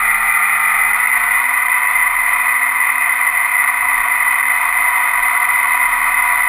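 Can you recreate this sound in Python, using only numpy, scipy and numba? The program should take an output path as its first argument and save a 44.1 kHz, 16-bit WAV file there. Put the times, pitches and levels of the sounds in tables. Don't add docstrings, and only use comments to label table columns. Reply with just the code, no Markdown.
import sys
import numpy as np
from scipy import signal
from scipy.io import wavfile
from scipy.ndimage import uniform_filter1d, minimum_filter1d
from numba import njit

SR = 44100
rng = np.random.default_rng(int(sys.argv[2]) if len(sys.argv) > 2 else 0)


def to_wav(s):
    ch = np.atleast_2d(s).T
    pcm = np.round(np.clip(ch, -1, 1) * 32767)
    wavfile.write(sys.argv[1], SR, pcm.astype(np.int16))


N = 285768
TIME = np.arange(N) / SR
SPEEDS_HZ = (208, 231, 256)


def undb(db):
    return 10 ** (np.asarray(db) / 20)


def unit(x):
    return x / np.sqrt(np.mean(x ** 2))


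def wander(rate):
    steps = rng.standard_normal(1024)
    return unit(np.interp(TIME * rate, np.arange(len(steps)), steps))


def ring(x, hz, width):
    b, a = signal.iirpeak(hz, hz / width, fs=SR)
    return signal.lfilter(b, a, signal.lfilter(b, a, x))


def tone(angle, db, flutter_db, wobble):
    phase = angle + wobble * wander(25) + 2 * np.pi * rng.random()
    return np.sqrt(2) * undb(db + flutter_db * wander(16)) * np.sin(phase)


def swells(rows, rise_s, fall_s):
    return sum(undb(db) * np.interp(TIME, (s - rise_s, s, s + length, s + length + fall_s), (0, 1, 1, 0))
               for s, length, db in rows)


# start in seconds, added speed in Hz, spin-up time in seconds.
THROTTLE_STEPS = [(.85, 23.5, .21), (1.3, 26.8, .135)]


def shaft_speed():
    gained = sum(hz * np.tanh(np.maximum(TIME - s, 0) / spin_up_s) for s, hz, spin_up_s in THROTTLE_STEPS)
    sag = np.interp(TIME, (2.4, 4.5), (0, 2.5))
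    return 208.4 + gained - sag


# multiple of the shaft speed, relative dB when slow and when fast.
PROPELLER_TONES = [(1, -52, -55), (2, -54.5, -58.5), (4, -43, -38), (5, -43.5, -62), (6, -49, -42.5),
                   (8, -52, -30), (10, -34, -42.5), (12, -44, -52.5), (14, -56, -62), (16, -54, -64.5),
                   (18, -61.5, -69), (20, -63, -69.5), (22, -74, -69.5)]


def propeller(shaft_angle, throttle, load_db):
    hum = 0
    for k, slow_db, fast_db in PROPELLER_TONES:
        db = slow_db + throttle * (fast_db - slow_db) + load_db * np.interp(k, (2, 6), (0, .35))
        hum += tone(round(k) * shaft_angle, db, flutter_db=1.83, wobble=.056 * k)
    return hum


# multiple of the shaft speed, multiple of the rate at which balls pass
# (both get rounded), then relative dB at slow, middle and fast speed.
BEARING_TONES = [(0.5, 1, -58, -62, -60.5), (6, -1, -33.5, -40, -29), (0, 2, -33.5, -35, -43),
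                 (6.5, -1, -35, -37.5, -47), (8, -1, -27.5, -39, -42.5), (4, 2, -38, -37, -51.5),
                 (0, 3, -31, -33.5, -64.5), (12, -2, -38, -55, -41.5), (12, -1, -27, -36, -53.5),
                 (0, 5, -30, -48, -70), (18, -3, -31, -58, -67.5)]


def bearing_whine(shaft_angle, ball_angle, speed):
    whine = 0
    for k, m, *levels_db in BEARING_TONES:
        angle = round(k) * shaft_angle + round(m) * ball_angle
        whine += tone(angle, np.interp(speed, SPEEDS_HZ, levels_db), flutter_db=1, wobble=.26)
    return whine


def bearing_taps(shaft_angle, ball_angle, speed, per_turn):
    pressure = (1 + .5 * np.cos(shaft_angle)) * (1 + .6 * np.cos(ball_angle))
    taps = rng.random(N) < per_turn * speed * pressure / SR
    flurries = undb(.93 * wander(110))
    return taps * flurries


def rattle(taps, notes, throttle, load_db):
    out = 0
    for hz, width, slow_db, fast_db in notes:
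        bright_db = .53 * load_db if hz > 2800 else 0
        db = slow_db + throttle * (fast_db - slow_db) + bright_db
        out += ring(taps * rng.standard_normal(N), hz, width) * undb(db)
    return unit(out)


# pitch in Hz, width in Hz, relative dB when slow and when fast.
MOUNT_NOTES = [(1883, 170, -10, -15), (2008, 182.5, 0.5, 0), (2400, 85, -8.5, -13), (2491, 70, -11.5, -13),
               (3070, 390, -31.5, -34.5), (3590, 294, -30.5, -33), (4100, 450, -38, -41),
               (4970, 660, -44.5, -48.5)]


def mount_rattle(taps, throttle, load_db):
    return rattle(taps, MOUNT_NOTES, throttle, load_db) * undb(-15.5)


# pitch in Hz, width in Hz, relative dB when slow and when fast.
HULL_NOTES = [(373, 86, -34.5, -32.5), (495, 130, -34, -32), (723.7, 72, -8.5, -5.5),
              (966.4, 150, -12, -2.5), (1154.5, 175, -5, 1), (1270, 223, 0, -6.5), (1430, 174, -8, -6.5)]


def hull_rattle(taps, throttle, load_db):
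    return rattle(taps, HULL_NOTES, throttle, load_db) * undb(-19.5 - 4 * throttle + .5 * load_db)


# pitch in Hz, width in Hz, relative level in dB.
WATER_NOTES = [(62, 30, 0.5), (103, 25, 1), (175, 320, -10)]


def water(load_db):
    flow = undb(-59 + .5 * load_db + 2 * wander(12))
    rumble = sum(undb(db) * ring(rng.standard_normal(N), hz, width) for hz, width, db in WATER_NOTES)
    return unit(rumble) * np.hypot(flow, slaps())


# start in seconds, length in seconds, relative level in dB.
WAVES = [(0.02, 0.27, -40), (0.569, 0.1, -49), (0.77, 0.12, -42), (1.191, 0.2, -45), (1.954, 0.11, -43),
         (2.334, 0.088, -46), (3.885, 0.042, -49), (4.568, 0.33, -44), (5.146, 0.044, -46),
         (5.5, 0.046, -45), (5.689, 0.052, -47), (5.87, 0.59, -40.5)]


def sway(hz=29):
    rocking = undb(-2.5) * swells(WAVES, rise_s=.06, fall_s=.08)
    ripples = undb(-54 + 5.5 * wander(9))
    return np.hypot(rocking, ripples) * tone(2 * np.pi * hz * TIME, 0, flutter_db=1.5, wobble=.4)


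# start in seconds, length in seconds, level in dB.
SLAPS = [(0.517, 0.046, -55), (0.758, 0.066, -54), (1.237, 0.058, -53), (3.825, 0.05, -50),
         (3.969, 0.052, -52), (5.094, 0.084, -56), (5.26, 0.07, -57), (5.472, 0.1, -53),
         (5.827, 0.046, -56), (5.91, 0.04, -59), (6.33, 0.11, -53)]


def slaps():
    return swells(SLAPS, rise_s=.015, fall_s=.03)


# time in seconds, strength in dB.
KNOCKS = [(0.9313, -3), (1.071, -3), (1.1144, -4), (1.6826, -4), (1.8711, -3), (2.165, -3), (4.4278, -5),
          (4.4533, -5), (4.7247, -4)]


def lift_off(lull_s=.012, dip_db=-9):
    return undb(dip_db * sum((TIME > s - lull_s) & (TIME < s) for s, _ in KNOCKS))


def hard_knocks():
    blows = 1e-18 * rng.standard_normal(N)
    for s, db in KNOCKS:
        blows[int(s * SR)] = undb(db)
    push = signal.sosfilt(signal.butter(4, 2600, fs=SR, output="sos"), blows)
    ringing = sum(undb(db) * ring(push, hz, width) for hz, width, _, db in MOUNT_NOTES)
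    return ringing * blows.max() / np.abs(ringing).max()


# time in seconds, load in dB.
MOTOR_LOAD = [(0, -2.5), (.9, -1), (1.45, 1.5), (2.6, -1), (4.4, 1.5), (5.4, 4), (6.48, 4.5)]


def scene():
    speed = shaft_speed()
    load_db = np.interp(TIME, *np.transpose(MOTOR_LOAD))
    throttle = np.interp(speed, SPEEDS_HZ, (0, .5, 1))
    passes = np.interp(throttle, (0, 1), (2.196, 2.168)) * (1 + .0013 * wander(9))
    shaft_angle = 2 * np.pi * np.cumsum(speed) / SR
    ball_angle = 2 * np.pi * np.cumsum(speed * passes) / SR
    taps = bearing_taps(shaft_angle, ball_angle, speed, per_turn=14) * lift_off()
    mount = mount_rattle(taps, throttle, load_db) + hard_knocks()
    hull = hull_rattle(taps, throttle, load_db)
    whine = bearing_whine(shaft_angle, ball_angle, speed) * undb(load_db + 1.5)
    hum = propeller(shaft_angle, throttle, load_db) * undb(3)
    return (hum + whine + mount + hull + sway() + water(load_db))[None]


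@njit
def follow_peaks(x, attack, release):
    peaks, level = np.empty(len(x)), .4
    for i in range(len(x)):
        level += (abs(x[i]) - level) * (attack if abs(x[i]) > level else release)
        peaks[i] = level
    return peaks


def limiter(x, top_db, attack_s, release_s):
    peaks = follow_peaks(x, 1 / (attack_s * SR), 1 / (release_s * SR))
    gain = np.minimum(1, undb(top_db) / peaks)
    return x * uniform_filter1d(minimum_filter1d(gain, size=128), size=128)


def record(dry):
    converter_hz, repeats = 12000, 4
    limited = limiter(dry[0], top_db=-5.5, attack_s=.00013, release_s=.015)
    dulled = signal.sosfilt(signal.ellip(8, .1, 70, 5780, fs=SR, output="sos"), limited)
    held = np.repeat(signal.resample_poly(dulled, converter_hz, SR), repeats)
    sizzling = signal.resample_poly(held, SR, converter_hz * repeats)[:N]
    return signal.sosfilt(signal.ellip(12, .1, 80, 15200, fs=SR, output="sos"), sizzling)[None]


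dry = scene()
out = record(dry)
to_wav(out)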